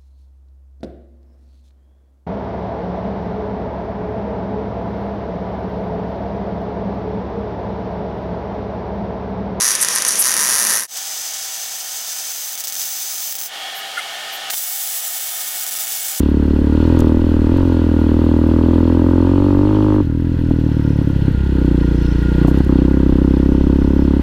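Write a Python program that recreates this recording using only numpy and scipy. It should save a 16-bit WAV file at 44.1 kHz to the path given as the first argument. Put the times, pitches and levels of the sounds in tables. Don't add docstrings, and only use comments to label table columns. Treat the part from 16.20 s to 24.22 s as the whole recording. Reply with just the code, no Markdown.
import sys
import numpy as np
from scipy.fft import rfft, irfft, next_fast_len
from scipy.io import wavfile
from scipy.ndimage import uniform_filter1d, map_coordinates

SR = 44100
rng = np.random.default_rng(int(sys.argv[2]) if len(sys.argv) > 2 else 0)


def generate_wav(sig):
    pcm = np.round(np.clip(np.atleast_2d(sig).T, -1, 1) * 32767).astype(np.int16)
    wavfile.write(sys.argv[1], SR, pcm)


N = 353682
TIME = np.arange(N) / SR


def amp(db):
    return 10 ** (np.asarray(db) / 20)


def unit(x):
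    return x / np.sqrt(np.mean(x ** 2) + 1e-20)


def steady(x):
    power = uniform_filter1d(x ** 2, size=SR // 6)
    return x / np.sqrt(np.abs(power) + 1e-12)


def curve(rows):
    seconds, values = np.transpose(rows)
    return np.interp(TIME, seconds, values)


def wobble(rate):
    points = rng.standard_normal(int(N * rate / SR) + 4)
    return map_coordinates(points, [TIME * rate])


def filtered(x, response):
    length = next_fast_len(N + SR // 2)
    hz = np.fft.rfftfreq(length, 1 / SR)
    return irfft(rfft(x, length) * response(hz), length)[:N]


def modes(table, f):
    return sum(amp(db) * 1j * f * width / (centre * centre - f * f + 1j * f * width)
               for centre, width, db in table)


def noise(points):
    f, db = np.transpose(points)

    def spectrum(hz):
        return amp(np.interp(np.log(hz + 1), np.log(f), db, left=-120))

    return unit(filtered(rng.standard_normal(N), spectrum))


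def pulses(seconds, size):
    at = np.clip(np.round(np.asarray(seconds) * SR).astype(int), 0, N - 1)
    return np.bincount(at, size, N)


def blown(push, table, soft_hz):
    return filtered(push, lambda f: np.exp(-.5 * (f / soft_hz) ** 2) * modes(table, f))


def shaken(gate, table):
    return unit(filtered(gate * rng.standard_normal(N), lambda f: modes(table, f) ** 2))


def knock(turn, share, length):
    return np.exp(-((turn - share) % 1) / length)


# t/s, f/Hz (firings per second)
FIRING_RATE = [(0.0, 35.97), (0.5, 37.07), (0.75, 42.63), (0.875, 39.23), (1.0, 41.7), (1.25, 38.35),
               (1.375, 45.66), (1.625, 40.97), (1.875, 39.21), (2.0, 40.59), (2.25, 40.06), (3.0, 43.7),
               (3.25, 47.68), (3.375, 47.21), (3.5, 52.11), (3.81, 50.48), (3.875, 37.41), (4.0, 41.79),
               (4.125, 42.02), (5.125, 32.22), (5.25, 34.09), (5.5, 30.28), (6.0, 29.15), (6.125, 31.05),
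               (6.25, 29.75), (6.375, 33.75), (6.625, 31.64), (6.75, 33.72), (6.875, 32.3), (8.0, 34.86)]


def firing_rate():
    return curve(FIRING_RATE)


SHUT_S, REOPENED_S, SWITCH_S = 3.82, 5.14, 0.019


def coasting():
    inside = np.minimum(TIME - SHUT_S, REOPENED_S - TIME)
    return np.clip(inside / SWITCH_S + .5, 0, 1)


# t/s, level/dB
EFFORT = [(0, -16.5), (.45, -16.5), (.9, -14.5), (1.0, -16), (1.2, -16), (1.4, -15), (1.65, -16),
          (2.0, -15), (3.3, -14), (3.81, -13.5), (3.83, -20), (3.95, -18), (4.6, -17.5), (4.85, -18),
          (5.18, -24), (5.36, -18.5), (5.48, -17.5), (5.62, -19), (5.96, -23), (6.2, -19), (6.27, -15.5),
          (6.36, -18), (6.41, -15.5), (6.43, -25), (6.48, -17), (6.5, -15), (6.6, -16), (7.2, -16),
          (8.02, -16)]
# t/s, level/dB
SHAKING = [(0.0, -43), (0.13, -48.5), (0.73, -40.5), (0.96, -47), (1.14, -44), (3.74, -47.5), (3.88, -59),
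           (4.23, -53), (5.15, -46.5), (6.24, -38.5), (6.28, -43.5), (6.37, -40), (6.53, -45), (8.0, -46.5)]
# level/dB at full effort, usual shaking and cruising revs,
# then change in dB per dB of effort, dB per dB of shaking, dB per octave of revs, and dB while coasting
LEVEL_LAWS = dict( bark=(-18, 1.63, 0, -8, -0.25), puff=(-25.5, 0.04, 0, -9, -1),
              hum=(-24, -0.37, 0, -2.3, 1.5), ring=(-30.5, 7.5, 1, 27.5, -15),
              boom=(-28.5, 2.13, 1.5, -13.5, 10), crack=(-34, 2.8, 0.5, -5.5, 4),
              edge=(-36.5, 3.2, 0.5, 4, -2.5), cases=(-42.5, 0.02, 0.36, -2, 0.3),
              rattle=(-47, 0, 0.6, 3, 0.9), roar=(-32, 0.75, .5, -4.1, 0.8),
              hiss=(-61.5, 0.1, 0.4, 1.5, 1.1), bell=(-50, -0.2, .9, -2.5, 3.2))
FULL_DB, USUAL_DB, CRUISE_HZ = -15, -47, 40


def level_db(part):
    base_db, per_effort, per_shaking, per_octave, coast_db = LEVEL_LAWS[part]
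    effort_db = per_effort * (curve(EFFORT) - FULL_DB)
    shaking_db = per_shaking * (curve(SHAKING) - USUAL_DB)
    revs_db = per_octave * np.log2(firing_rate() / CRUISE_HZ)
    return base_db + effort_db + shaking_db + revs_db + coast_db * coasting()


# f/Hz, level/dB
WIND_COLOUR = [(6, -20), (12, 0), (25, -6), (60, -18), (150, -30), (300, -120)]
# t/s, level/dB (change at the middle)
BLASTS = [(.78, 10), (1.4, 12), (2.1, 4), (3.62, -12), (4.2, 3), (6.4, 7), (7.62, 5)]
WIND_DB, GUST_S = -31, .08


def wind():
    gust_db = sum(db * np.exp(-.5 * ((TIME - s) / GUST_S) ** 2) for s, db in BLASTS)
    buffeting = unit(amp(5.5 * wobble(5.6)) * noise(WIND_COLOUR))
    return amp(WIND_DB + gust_db) * buffeting


# t/s, level/dB (before a small cut and the frame's ring), length/s
STONES = [(0.7906, -34, 0.0035), (0.801, -32.5, 0.0024), (0.8052, -26, 0.0028), (1.373, -40, 0.0025),
          (6.273, -43, .045), (6.374, -39, 0.0028), (6.384, -47.5, 0.016), (6.446, -45, .008)]
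# f/Hz, width/Hz, level/dB
FRAME = [(4800, 1200, 1), (6430, 1200, 3.5), (9070, 970, -3), (11900, 1200, -3.5)]


def gravel():
    gate = 0
    for s, db, length in STONES:
        fade = np.clip(1 - (np.abs(TIME - s) / length) ** 2, 0, 1)
        gate = gate + amp(db - 1.5) * (TIME >= s) * fade
    return filtered(gate * rng.standard_normal(N), lambda f: (modes(FRAME, f) + 1.0) * f / (f + 3000))


# f/Hz, level/dB (per Hz)
ROAR = [(60, -42), (120, -7.5), (250, -2.5), (400, -2), (550, -8.5), (800, -32), (2000, -100)]


def roar():
    return amp(level_db('roar')) * unit(amp(2.1 * wobble(7)) * noise(ROAR))


# f/Hz, width/Hz, level/dB
LOOSE = [(2510, 210, -3.5), (2814, 290, 2), (3052, 200, 1), (3313, 270, 1.5), (3675, 570, -2),
         (4190, 200, 0.5), (4620, 100, -13)]
# f/Hz, level/dB (per Hz)
RATTLE = [(2000, -39), (2500, -1), (4500, -8.5), (5500, -16), (7500, -18), (13000, -27), (15700, -48.5)]


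def rattle():
    loose = shaken(amp(1.2 * wobble(11) + 3.0 * wobble(120)), LOOSE)
    broad = 1.01 * amp(0.28 * wobble(17)) * noise(RATTLE)
    return amp(level_db('rattle')) * unit(loose + broad)


# f/Hz, width/Hz, level/dB
CASES = [(942, 310, -1.5), (1475, 476, -2.5), (1948, 59, -10.5)]


def cases(turn):
    twice = 1 + 0.2 * np.cos(4 * np.pi * turn - 1.9)
    return amp(level_db('cases')) * shaken(twice * amp(1.6 * wobble(90)), CASES)


# f/Hz, width/Hz, level/dB
BELL = [(1425, 38, 4), (1890, 54, 0)]


def bell(turn):
    gate = 1.2 + knock(turn, .12, .15) + knock(turn, .62, .15)
    return amp(level_db('bell')) * shaken(gate, BELL)


# f/Hz, width/Hz, level/dB
TAPPET = [(5294, 180, 6), (5855, 310, 4.5), (6550, 51, -11), (7640, 300, -15.5)]
# t/s, share of the cycle
TAPPET_TURN = [(0, 0.48), (4.3, 0.23), (5.3, 0.84), (5.6, 1), (8.02, 0.52)]
# t/s, level/dB
TAPPET_LEVEL = [(0.0, -63.5), (2.6, -66.5), (3.74, -62.5), (3.94, -71), (4.72, -57.5), (5.17, -74),
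                (5.9, -51.5), (6.11, -65), (7.84, -58.5), (8.0, -71)]


def tappet(turn):
    gate = 0.43 + knock(turn, curve(TAPPET_TURN), 0.12)
    return amp(curve(TAPPET_LEVEL)) * shaken(gate, TAPPET)


# f/Hz, width/Hz, level/dB
HISS = [(6900, 2000, -1.2), (8840, 500, -0.5), (10170, 1100, -0.84), (11600, 500, -1), (13200, 1100, 0.5),
        (14000, 1100, -5.5)]
# share of the cycle, level/dB
TICK_TURNS = [(0.201, 12), (0.441, 2)]


def hiss(turn):
    ticks = .6 + sum(amp(db) * knock(turn, share, 0.19) for share, db in TICK_TURNS)
    ticks = uniform_filter1d(ticks, size=SR // 160)
    return amp(level_db('hiss')) * shaken(ticks * amp(1.4 * wobble(40)), HISS)


def machinery(turn):
    return cases(turn) + bell(turn) + rattle() + tappet(turn) + hiss(turn)


# t/s, level/dB (peak aimed for)
POPS = [(4.308, -17), (4.49, -21), (4.811, -23), (4.9, -26), (6.248, -9.5), (6.282, -6), (6.372, -32),
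        (6.407, -28)]


def pops():
    seconds, db = np.transpose(POPS)
    push = pulses(seconds, amp(db + 27))
    return -blown(push, [(676, 230, 7), (270, 52, 0), (950, 200, -6)], soft_hz=800)


HOT_FROM_HZ, HOT_FULL_HZ = 35, 49


def heat():
    share = (firing_rate() - HOT_FROM_HZ) / (HOT_FULL_HZ - HOT_FROM_HZ)
    return np.clip(share, 0, 1) * (1 - coasting())


# f/Hz, width/Hz, level/dB
MUFFLER = [(275.2, 67.8, 3)]
# f/Hz, width/Hz, level/dB
HOT_MUFFLER = [(295, 60.3, 2.9)]


def muffled(push, soft_hz):
    cool = (1 - heat()) * blown(push, MUFFLER, soft_hz)
    hot = heat() * blown(push, HOT_MUFFLER, soft_hz)
    return -cool - hot


# t/s, level/dB (change)
MISFIRES = [(4.17, -13.5), (4.312, 6.5), (4.49, -3), (4.54, -7), (4.625, -7), (4.73, -7), (4.845, -11),
            (4.935, -5.5), (4.99, -3), (5.05, -6), (5.085, 5)]
STEADY_DB, RAGGED_DB = .42, 2.6
MS_PER_DB = .3
LATE_BURN = 0.21


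def firings(turn):
    coast = coasting()
    thinning = coast * (np.cumsum(coast) / coast.sum()) ** 2
    even = np.interp(np.arange(int(turn[-1]) + 1), turn, TIME)
    scatter_db = (STEADY_DB + RAGGED_DB * thinning)[(even * SR).astype(int)]
    fire = even + MS_PER_DB * scatter_db * rng.standard_normal(len(even)) / 1000
    missed_db = sum(db * (np.abs(even - s) < .012) for s, db in MISFIRES)
    strength = {part: amp(scatter_db * rng.standard_normal(len(even)) + missed_db)
                for part in 'bark boom puff ring crack edge'.split()}
    strength['puff'] *= amp(-(1 + LATE_BURN) * missed_db)
    return even, fire, strength


# f/Hz, width/Hz, level/dB
HEADER = [(453, 210, 0)]
# f/Hz, width/Hz, level/dB
HOT_HEADER = [(493, 150, -2), (591, 120, 0.5)]
HEADER_HEATS = 2.4


def crack(opening, fire, strength):
    back = pulses(fire + 0.003234, 0.88 * strength['edge'])

    def pipe(table):
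        return steady(filtered(back - opening, lambda f: modes(table, f) ** 2 / (1 + (f / 640) ** 8)))

    glowing = np.clip(HEADER_HEATS * heat(), 0, 1)
    ringing = (1 - glowing) * pipe(HEADER) + glowing * pipe(HOT_HEADER)
    return amp(level_db('crack')) * ringing


# f/Hz, width/Hz, level/dB
EDGE = [(924, 220, 7.5), (1153, 270, -0.43)]


def edge(opening):
    jet = np.abs(filtered(opening, lambda f: 1 / (1 + 1j * f / 14))) * rng.standard_normal(N)
    sharp = (firing_rate() / 42) ** 1.8
    source = sharp * unit(opening) + .6 * unit(jet)
    return amp(level_db('edge')) * steady(filtered(source, lambda f: modes(EDGE, f) ** 2))


# f/Hz, width/Hz, level/dB
BOOM = [(142.5, 67.6, 0.0092)]
# f/Hz, width/Hz, level/dB
PUFF = [(82, 107.5, 0.0023)]
PUFF_SHARE, COAST_PUFF_MS = 0.2234, 2.47
RING_TOP_DB = -27.5


def exhaust(turn):
    even, fire, strength = firings(turn)
    at = (even * SR).astype(int)

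    def push(part, seconds, top_db=np.inf):
        level = amp(np.minimum(level_db(part), top_db)[at])
        return pulses(seconds, SR / 40 * level * strength[part])

    bark = muffled(push('bark', fire), soft_hz=254.3)
    boom = -blown(push('boom', fire), BOOM, soft_hz=278)
    coast = coasting()
    delay_ms = (1 - coast) * 1000 * PUFF_SHARE / firing_rate() + coast * COAST_PUFF_MS
    puff = blown(push('puff', fire + delay_ms[at] / 1000), PUFF, soft_hz=234)
    later = np.interp(np.arange(len(even)) + 0.5248, turn, TIME)
    ring = muffled(push('ring', later, RING_TOP_DB), soft_hz=217)
    hum = np.sqrt(2) * amp(level_db('hum')) * np.cos(2 * np.pi * (2 * turn - .51))
    opening = pulses(fire - .0032, strength['crack'])
    return bark + boom + puff + ring + hum + crack(opening, fire, strength) + edge(opening)


FIRST_TURN = .197


def scene():
    turn = np.cumsum(firing_rate()) / SR - FIRST_TURN
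    return (wind() + gravel() + roar() + machinery(turn) + pops() + exhaust(turn))[None]


CEILING, TOP_HZ = .95, 15750


def record(dry):
    rounded = dry[0] / (1 + np.abs(dry[0] / CEILING) ** 10) ** .1
    return filtered(rounded, lambda hz: (hz < TOP_HZ) / (1 + (hz / 15000) ** 20))[None]


dry = scene()
out = record(dry)
generate_wav(out)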